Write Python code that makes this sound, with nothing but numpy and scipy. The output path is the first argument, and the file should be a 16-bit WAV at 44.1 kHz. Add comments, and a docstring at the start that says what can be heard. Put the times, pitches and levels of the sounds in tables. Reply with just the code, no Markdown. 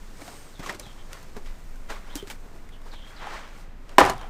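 """Splitting a log on wood chips

Someone shuffles on wood chips under an open shelter, stands a log on a block and splits it with one axe blow.
Shaped grains make the crunch and rustle, ringing sines the wood knocks, struck modes and crackle the splitting log.
A small bird chirps far off in gliding tones; a thin whistle passes as a narrow band of noise.
Soft air and a light wind rumbling on the microphone lie beneath; the blow clips at full scale."""
import sys
import numpy as np
from scipy import signal
from scipy.fft import rfft, irfft
from scipy.io import wavfile

SR = 44100
rng = np.random.default_rng(int(sys.argv[2]) if len(sys.argv) > 2 else 0)


def unload_wav(signal):
    """Save mono or channel-first audio to the path in sys.argv[1] as 16-bit WAV at rate SR, clipped to [-1, 1]."""
    wavfile.write(
        sys.argv[1],
        SR,
        np.round(np.clip(np.atleast_2d(signal).T, -1, 1) * 32767).astype(np.int16),
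    )


N = 189277
TINY = 1e-18   # inaudible offset that keeps decaying filters from slowing down


def from_db(db):
    """Decibels to gain."""
    return 10 ** (np.asarray(db) / 20)


def rms_one(x):
    """Scale to unit rms."""
    return x / np.sqrt(np.mean(x ** 2) + 1e-20)


def in_time(rows):
    """Columns of a breakpoint curve, one value per sample."""
    s, *columns = np.transpose(rows)
    return [np.interp(np.arange(N) / SR, s, column) for column in columns]


def to_samples(s):
    """Seconds to the nearest sample."""
    return np.round(s * SR).astype(int)


def band(x, low_hz, high_hz, order=2):
    """Band-pass."""
    return signal.sosfilt(signal.butter(order, [low_hz, high_hz], "band", fs=SR, output="sos"), x)


def split(x, edges_hz):
    """Cut a noise into neighbouring bands that overlap smoothly; each rms 1."""
    grid, spectrum = np.fft.rfftfreq(N, 1 / SR), rfft(x)
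    below = [0] + [1 / (1 + (grid / hz) ** 4) for hz in edges_hz] + [1]
    return [rms_one(irfft(spectrum * np.sqrt(upper - lower), N)) for lower, upper in zip(below, below[1:])]


def coloured(x, spectrum):
    """Shape a source with a spectrum in relative dB per Hz; rms 1."""
    hz, db = np.transpose(spectrum)
    grid = np.maximum(np.fft.rfftfreq(N, 1 / SR), 1)
    gain = from_db(np.interp(np.log(grid), np.log(hz), db))
    return rms_one(irfft(rfft(x) * gain, N))


def ring(clicks, hz, t60):
    """A two-pole resonator: a unit click sets a sine of height 1 ringing, 60 dB down after t60 seconds."""
    radius, angle = from_db(-60 / (t60 * SR)), 2 * np.pi * hz / SR
    return signal.lfilter([0, np.sin(angle)], [1, -2 * radius * np.cos(angle), radius ** 2], clicks + TINY)


def grains(per_s, spread_db, smooth):
    """Random clicks of uneven size on a share of smooth noise."""
    sizes = from_db(spread_db * np.minimum(rng.exponential(1, N), 4))
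    signed = sizes * rng.choice([-1, 1], N)
    clicks = signed * (rng.random(N) < per_s / SR)
    return rms_one(clicks) + smooth * rng.standard_normal(N)


def puff(at, db, t60, low_hz, high_hz):
    """Noise bursts that die away after each click."""
    clicks = np.zeros(N)
    clicks[at] = from_db(db)
    envelope = signal.lfilter([1], [1, -from_db(-60 / (t60 * SR))], clicks + TINY)
    return envelope * rms_one(band(rng.standard_normal(N), low_hz, high_hz, order=1))


# tone of the open air: pitch_hz, relative level_db (per Hz)
AIR_SPECTRUM = [(40, -1), (76, -6), (140, -10.5), (250, -11.5), (500, -20.5), (1000, -22.5), (2000, -26),
                (4000, -37.5), (8500, -51.5), (10000, -52), (13500, -45), (15800, -65)]
AIR_DB = -49


def air():
    """Steady noise, darker towards the treble."""
    return from_db(AIR_DB) * coloured(rng.standard_normal(N), AIR_SPECTRUM)


# light gusts on the microphone: time_s, rumble_db
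GUSTS = [(0.0, -35.5), (0.15, -41), (0.23, -50.5), (0.68, -41), (0.73, -49), (1.03, -39.5), (1.21, -44.5),
         (1.52, -28.5), (1.55, -38), (1.93, -30), (1.99, -37.5), (2.15, -35.5), (2.2, -43), (2.44, -37),
         (2.47, -41.5), (3.01, -36.5), (3.05, -41), (4.29, -37.5)]


def wind():
    """Gusts sway the microphone membrane in a slow wavering swing."""
    noise = rng.standard_normal(N + SR)
    swing = signal.hilbert(band(noise, 13.4, 24.9, order=3)[SR:])   # the filter settles for one second
    evened = swing.real / (np.abs(swing) + 0.49 * np.std(swing.real))   # peaks held back
    gust_db, = in_time(GUSTS)
    return from_db(gust_db) * rms_one(band(evened, 5.2, 62.0))


# thin high tone: pitch_hz, width_hz, level_db
WHISTLE_TONE = (8360, 380, -60)
# when it hangs in the air: start_s, length_s
WHISTLE_SPAN = (.1, .47)


def whistle():
    """A narrow band of noise that swells and fades."""
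    hz, width_hz, db = WHISTLE_TONE
    start_s, length_s = WHISTLE_SPAN
    arch = np.sin(np.pi * np.clip((np.arange(N) / SR - start_s) / length_s, 0, 1))
    return from_db(db) * arch * rms_one(band(rng.standard_normal(N), hz - width_hz / 2, hz + width_hz / 2))


SHELTER_T60_S, TARP_CUT_HZ, SHELTER_DB = 0.17, 2600, -24.5


def shelter(x):
    """Eight feedback delays between boards and tarps, duller on every round."""
    out, dull = np.zeros(N), np.exp(-2 * np.pi * TARP_CUT_HZ / SR)
    lags = (rng.uniform(.008, .028, 8) * SR).astype(int)
    for k, lag in enumerate(lags):
        loop, gain, state = x.copy(), from_db(-60 * lag / SR / SHELTER_T60_S), [0.]
        for i in range(lag, N, lag):
            back, state = signal.lfilter([gain * (1 - dull)], [1, -dull], loop[i - lag:i], zi=state)
            loop[i:i + lag] += back[:N - i]
        out += (loop - x) * (-1) ** k   # echoes only, alternating sign
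    return out


# far chirps: start_s, length_s, first_pitch_hz, settled_pitch_hz (before the slow rise),
# level_db (at the start, before flutter)
CHIRPS = [(.525, .085, 4700, 3150, -61.5), (0.819, 0.12, 4590, 2957, -55), (.97, 0.066, 3080, 3080, -60),
          (2.09, 0.07, 2510, 3900, -56.5), (2.17, 0.06, 3210, 3020, -51.5), (2.716, .06, 3680, 2550, -58),
          (2.909, 0.21, 4890, 2950, -53), (3.155, 0.123, 5190, 2940, -55), (4.15, 0.14, 3990, 2957, -55.5)]
GLIDE_S, RISE_HZ_PER_S = .024, 1800
CHIRP_ATTACK_S, CHIRP_RELEASE_S, CHIRP_FADE_DB_PER_S = .01, 0.021, 40
BIRD_ECHO_DB = -4


def bird():
    """Hoarse two-strand chirps glide to a slowly rising pitch, broken by a flutter and blurred by echoes."""
    out, t = np.zeros(N), np.arange(N) / SR
    white = rng.standard_normal((3, N))
    hoarse = [rms_one(signal.lfilter([1], [1, -.982], w)) for w in white[:2]]
    flutter = from_db(3 * rms_one(band(white[2], 20, 70, order=1)))
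    for start_s, length_s, first_hz, settled_hz, db in CHIRPS:
        age = np.maximum(t - start_s, 0)
        glide_hz = (first_hz - settled_hz) * np.exp(-age / GLIDE_S)
        hz = settled_hz + glide_hz + RISE_HZ_PER_S * np.minimum(age, length_s)
        phase = 2 * np.pi * np.cumsum(hz) / SR
        fade = np.clip(np.minimum(age / CHIRP_ATTACK_S, (length_s - age) / CHIRP_RELEASE_S), 0, 1)
        level = from_db(db - CHIRP_FADE_DB_PER_S * age)
        strands = (1.1 + hoarse[0]) * np.sin(phase) + .65 * hoarse[1] * np.sin(1.12 * phase)
        out += fade * level * flutter * strands
    return out + from_db(BIRD_ECHO_DB) * shelter(out + TINY)


def chips(per_s, spread_db, cycles):
    """Random contacts, each ringing a few cycles in a chip of its own size."""
    contacts, dealt = grains(per_s, spread_db, smooth=0), rng.integers(0, 16, N)
    out = np.zeros(N)
    for k, hz in enumerate(np.geomspace(350, 2300, 16)):
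        ringing = ring(contacts * (dealt == k), hz, cycles / hz)
        out += rms_one(ringing) * np.sqrt(hz / 1000)   # higher chips sound louder
    return out


# tone of chips and cloth before band levels: pitch_hz, relative level_db (per Hz)
RUSTLE_SPECTRUM = [(88, -66), (150, 10.5), (656, 4.5), (751, 1.5), (827, 3), (1020, 2), (1400, -0.5),
                   (3620, -11), (8330, -19), (10800, -27.5), (13300, -25), (15500, -27)]
# boots scuff the chips, sleeves rub: loudest_s, swell_s, fade_s, rub_db (before the trim),
# then relative to the rub: crunch_db, scratch_db, hiss_db
SCUFF_EVENTS = [(.22, 0.028, 0.022, -43.5, 5.5, -25, -3), (.27, .25, .6, -57, 7, -2, 10),
                (.285, .015, 0.18, -51.5, 7.5, -20, -3), (.598, 0.0087, 0.052, -41.5, -2, -3, -9),
                (.64, 0.04, 0.11, -46.5, 5, 2.5, -1), (.666, .012, 0.065, -42, 4, 4, -0.5),
                (0.698, 0.015, 0.038, -34, 2, 4.5, -11), (.75, 0.041, 0.027, -44, 4, -11, -2),
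                (0.801, 0.017, 0.056, -55.5, 15.5, -15, 13), (1.135, 0.057, 0.19, -47, -4, -7.5, -3),
                (1.368, 0.016, 0.037, -47, 15.5, -4, -3.5), (1.462, 0.015, 0.081, -58.5, -11, 13, -1),
                (1.902, 0.017, 0.095, -31.5, -10, -4.5, -18), (2.12, 0.28, 0.18, -46.5, -16, -6, -30),
                (2.163, 0.013, 0.05, -49.5, 8, -13, 12), (2.309, 0.012, 0.037, -43.5, 3, 2.5, 3),
                (2.28, .02, 0.075, -54.5, 1.5, 7, 4), (2.46, 0.058, 0.15, -57, 8, -15, -15),
                (2.56, 0.04, 0.053, -57, 15, -19, -2), (2.87, 0.05, 0.15, -52, 6, -6, -4.5),
                (2.94, 0.024, 0.026, -45, -5, -0.5, -14), (3.09, .1, 0.14, -59, 2, -15, 3.5),
                (3.2, 0.01, .1, -46, -10, -15, -22), (3.228, .03, 0.18, -35, -11, -11, -33),
                (3.345, 0.28, 0.24, -36.5, -20, -3, -20), (3.6, 0.21, 0.16, -57.5, -2, -15, 2),
                (4.218, .01, 0.11, -42.5, -2.5, -19, -27), (3.9, 0.027, 0.25, -52, 5, -2, -11)]
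# faint rustle that never stops, before its changes and the trim: rub_db, crunch_db, scratch_db, hiss_db
STIRRING_LEVELS = (-63.5, -55.5, -78.5, -61)
# how the faint rustle comes and goes, and how airy all rubbing sounds:
# time_s, rustle_change_db, airy_db (above 10.5 kHz, relative to the hiss)
RUSTLE_MOTION = [(0, 5.5, -8), (.5, -1.5, -6), (.9, 7.5, -16), (1.3, 3, -6), (1.75, 1, -0.5),
                 (1.9, -2.5, 1.5), (2.3, 1, -1.5), (2.5, 0, -4), (3.0, -3, -6), (3.3, -12, -4),
                 (3.63, -8, -5), (3.67, -10.5, -19), (3.87, -1.5, -14.5), (3.9, -2, -8), (4.29, -2, -1)]
SWELL_DB = 20   # a scuff gains this much over its swell and loses it over its fade
SHUFFLE_TRIM_DB = -6.5


def shuffle():
    """Dense grains under boots and sleeves; every scuff swells and fades, dull or hissy in its own way."""
    t = np.arange(N) / SR
    rustle_db, airy_db = in_time(RUSTLE_MOTION)
    # powers of rub, crunch, scratch and hiss add up over all scuffs
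    power = from_db(np.add.outer(STIRRING_LEVELS, rustle_db)) ** 2
    power[1] = from_db(STIRRING_LEVELS[1] + 0.32 * rustle_db) ** 2   # the low crunch changes less
    for loudest_s, swell_s, fade_s, rub_db, *above_db in SCUFF_EVENTS:
        before = (loudest_s - t) / max(swell_s, .005)
        after = (t - loudest_s) / max(fade_s, .005)
        shape_db = -SWELL_DB * np.maximum(before, after)
        band_db = rub_db + np.array([0, *above_db])
        power = power + from_db(2 * shape_db) * from_db(band_db)[:, None] ** 2
    source = rms_one(grains(3500, 2.8, smooth=1.1)) + .075 * chips(1300, 2.6, cycles=30)
    crunch, rub, scratch, hiss, airy = split(coloured(source, RUSTLE_SPECTRUM), edges_hz=[850, 2400, 6000, 10500])
    layers = [rub, crunch, scratch, hiss + from_db(airy_db) * airy]
    return from_db(SHUFFLE_TRIM_DB) * np.sum(np.sqrt(power) * layers, axis=0)


# weight lands on the ground: time_s, push_db (before the band-pass)
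HEEL_STEPS = [(0.279, -41), (.594, -26), (0.867, -33.5), (1.366, -34.5), (2.155, -36), (2.228, -35)]


def heels():
    """Each step pushes a short damped low ring: a dull thud in the ground."""
    s, db = np.transpose(HEEL_STEPS)
    push = np.zeros(N)
    push[to_samples(s)] = from_db(db)
    return band(ring(push, 154, t60=0.035), 90, 300, order=1)


# chips snapping and wood knocking: time_s, strike_db (before the trims), pitch_hz,
# then relative to the strike: clatter_db (before its trim), crisp_db
WOOD_KNOCKS = [(.219, -31.5, 295, -15, -20), (.279, -29, 700, -2.5, -28), (.594, -28, 267, -5, -27),
               (.633, -34.5, 1250, -3, -14), (.662, -25.5, 1090, -1, -27), (.6945, -21, 1890, -2, -31),
               (.726, -30, 630, -11, -10), (.747, -31, 387, -4, -28), (0.749, -35.5, 1040, -4, -23),
               (0.796, -42, 331, -14, -2), (.797, -34.5, 610, -15, 4.5), (0.865, -35.5, 820, 1, -15),
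               (.929, -46, 980, -10, -5), (1.131, -35.5, 1430, 9, -1.5), (1.229, -47, 1020, -12, 2),
               (1.367, -28, 408, -10, -22), (1.452, -47, 522, -5, -7), (1.758, -45, 1510, -9, -5),
               (1.893, -34, 674, -4, -24), (2.079, -37.5, 1150, -11, -24), (2.155, -18.5, 286, -5.5, -8.5),
               (2.226, -22, 398, -14, -32), (2.273, -36.5, 286, 7.5, -20), (2.3, -32.5, 2250, 11, -8),
               (2.313, -37, 1470, 3, -9), (2.46, -41, 396, -9, -25), (2.69, -43.5, 2070, 5.5, -20),
               (2.817, -45, 1100, 3, -20), (2.933, -41, 1110, -9, -15), (3.22, -38, 1150, -12, -28),
               (3.27, -23, 827, -12, -32), (3.893, -43, 388, 9.5, -29), (4.18, -45, 900, -9, 0),
               (4.195, -39, 1300, -5, -25), (4.213, -31.5, 1005, -2, -29), (4.242, -28, 782, -18, -30)]
KNOCK_T60_S, DEEP_RINGS_LONGER = 0.042, 0.3   # at 700 Hz; power of the pitch ratio
CLATTER_TRIM_DB, KNOCK_TRIM_DB = -10, -2.5


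def knocks():
    """Each piece rings at its own pitch under a short clatter and a crisp tick."""
    s, strike_db, _, clatter_db, crisp_db = np.transpose(WOOD_KNOCKS)
    at = to_samples(s)
    out = puff(at, strike_db + crisp_db, t60=0.012, low_hz=3500, high_hz=9500)
    out += puff(at, strike_db + clatter_db + CLATTER_TRIM_DB, t60=0.021, low_hz=800, high_hz=3900)
    age = np.arange(SR // 5) / SR
    for i, (_, db, hz, *_) in zip(at, WOOD_KNOCKS):
        rise = 1 - np.exp(-age * hz)   # the contact lasts about one cycle
        t60 = KNOCK_T60_S * (700 / hz) ** DEEP_RINGS_LONGER
        level = from_db(db + KNOCK_TRIM_DB - 60 * age / t60)
        out[i:i + len(age)] += (rise * np.sin(2 * np.pi * hz * age) * level)[:N - i]
    return out


# the block shakes the ground just after the blow: start_s, rumble_db (before swell and decay),
# low_hz, high_hz, t60_s
GROUND_THUMP = (4.0, -25, 34, 150, 0.5)


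def thump():
    """A low rumble of band-passed noise that swells and dies."""
    start_s, db, low_hz, high_hz, t60 = GROUND_THUMP
    age = np.maximum(np.arange(N) / SR - start_s, 0)
    rumble = rms_one(band(rng.standard_normal(N), low_hz, high_hz))
    swell = 1 - np.exp(-age / 0.03)
    return from_db(db - 60 * age / t60) * swell * rumble


# axe blow, then the strongest pulses of the splitting and ringing log:
# time_s, strike_db (before the trim), crisp_db (relative to the strike)
SPLIT_PULSES = [(3.9832, 7, -20.5), (3.989, -14, -27), (4.0028, -4.5, -16.5), (4.008, -1, -35),
                (4.0118, -6, -33), (4.0150, 1, -41), (4.0175, -2.5, -46), (4.0242, -11, -38),
                (4.0258, -9.5, -39), (4.0406, -9, -30), (4.051, -12.5, -15), (4.061, -15.5, -15),
                (4.075, -14, -34), (4.0976, -21.5, -4.5), (4.102, -16, -18), (4.12, -22, -21),
                (4.134, -26, -20), (4.165, -32, -21)]
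# ringing modes of the log: pitch_hz, level_db (relative to the strike, before the trim), t60_s
LOG_MODES = [(295, -9, 0.075), (387, -5, 0.075), (538, -7, 0.071), (674, 3.5, 0.025), (795, 3.5, 0.028),
             (990, 4, 0.036), (1150, -1.5, 0.033), (1480, -27, 0.025), (1782, -9, 0.062), (2100, -21, .015),
             (2945, -7, 0.04)]
# fibres tearing and the halves tumbling: time_s, level_db (before the trim), treble_db (relative to the level)
TEARING_CURVE = [(3.984, 4.5, -26), (3.994, -10, -5), (4.016, -6, -24), (4.03, -12, -17.5),
                 (4.108, -22.5, -12.5), (4.15, -36, -13.5), (4.29, -42.5, -28)]
# tone of torn wood before band levels: pitch_hz, relative level_db (per Hz)
TORN_SPECTRUM = [(35, -36), (60, -15), (163, -26), (376, 4), (475, -9), (756, 11), (910, 5), (976, 7.5),
                 (3500, -13), (8470, -19), (15500, -37)]
MODE_TRIM_DB, MODE_SPREAD_DB, TEARING_TRIM_DB = -13.5, 3.65, -8.0


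def chop():
    """Every pulse strikes the modes of the log unevenly; torn fibres crackle between them."""
    s, strike_db, crisp_db = np.transpose(SPLIT_PULSES)
    at = to_samples(s)
    modes = np.zeros(N)
    uneven_db = rng.normal(0, MODE_SPREAD_DB, (len(at), len(LOG_MODES)))
    for (hz, db, t60), own_db in zip(LOG_MODES, uneven_db.T):
        clicks = np.zeros(N)
        clicks[at] = from_db(strike_db + db + MODE_TRIM_DB + own_db)
        modes += ring(clicks, hz, t60)
    body = band(modes, 288, 2670, order=3)   # keeps the ringing of the log clear of low thud
    level_db, treble_db = in_time(TEARING_CURVE)
    low, high = split(coloured(grains(6000, 2.4, smooth=0.81), TORN_SPECTRUM), edges_hz=[3000])
    after_blow = np.arange(N) >= at[0]
    tearing = after_blow * from_db(level_db + TEARING_TRIM_DB) * (low + from_db(treble_db) * high)
    crisp = puff(at, strike_db + crisp_db, t60=0.02, low_hz=3000, high_hz=7800)
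    return body + tearing + crisp


def scene():
    """Contacts in the shelter over bird, whistle, air and wind."""
    background = air() + wind() + whistle() + bird()
    hits = heels() + knocks() + chop() + TINY
    sheltered = hits + from_db(SHELTER_DB) * shelter(hits)
    return (background + shuffle() + thump() + sheltered)[None]


FULL_SCALE, CUTOFF_HZ = 1.0, 15900


def record(dry):
    """Peaks clip at full scale, then a steep low-pass cuts the top."""
    clipped = np.clip(dry, -FULL_SCALE, FULL_SCALE)
    return signal.sosfilt(signal.cheby2(20, 60, CUTOFF_HZ, fs=SR, output="sos"), clipped)


dry = scene()
out = record(dry)
unload_wav(out)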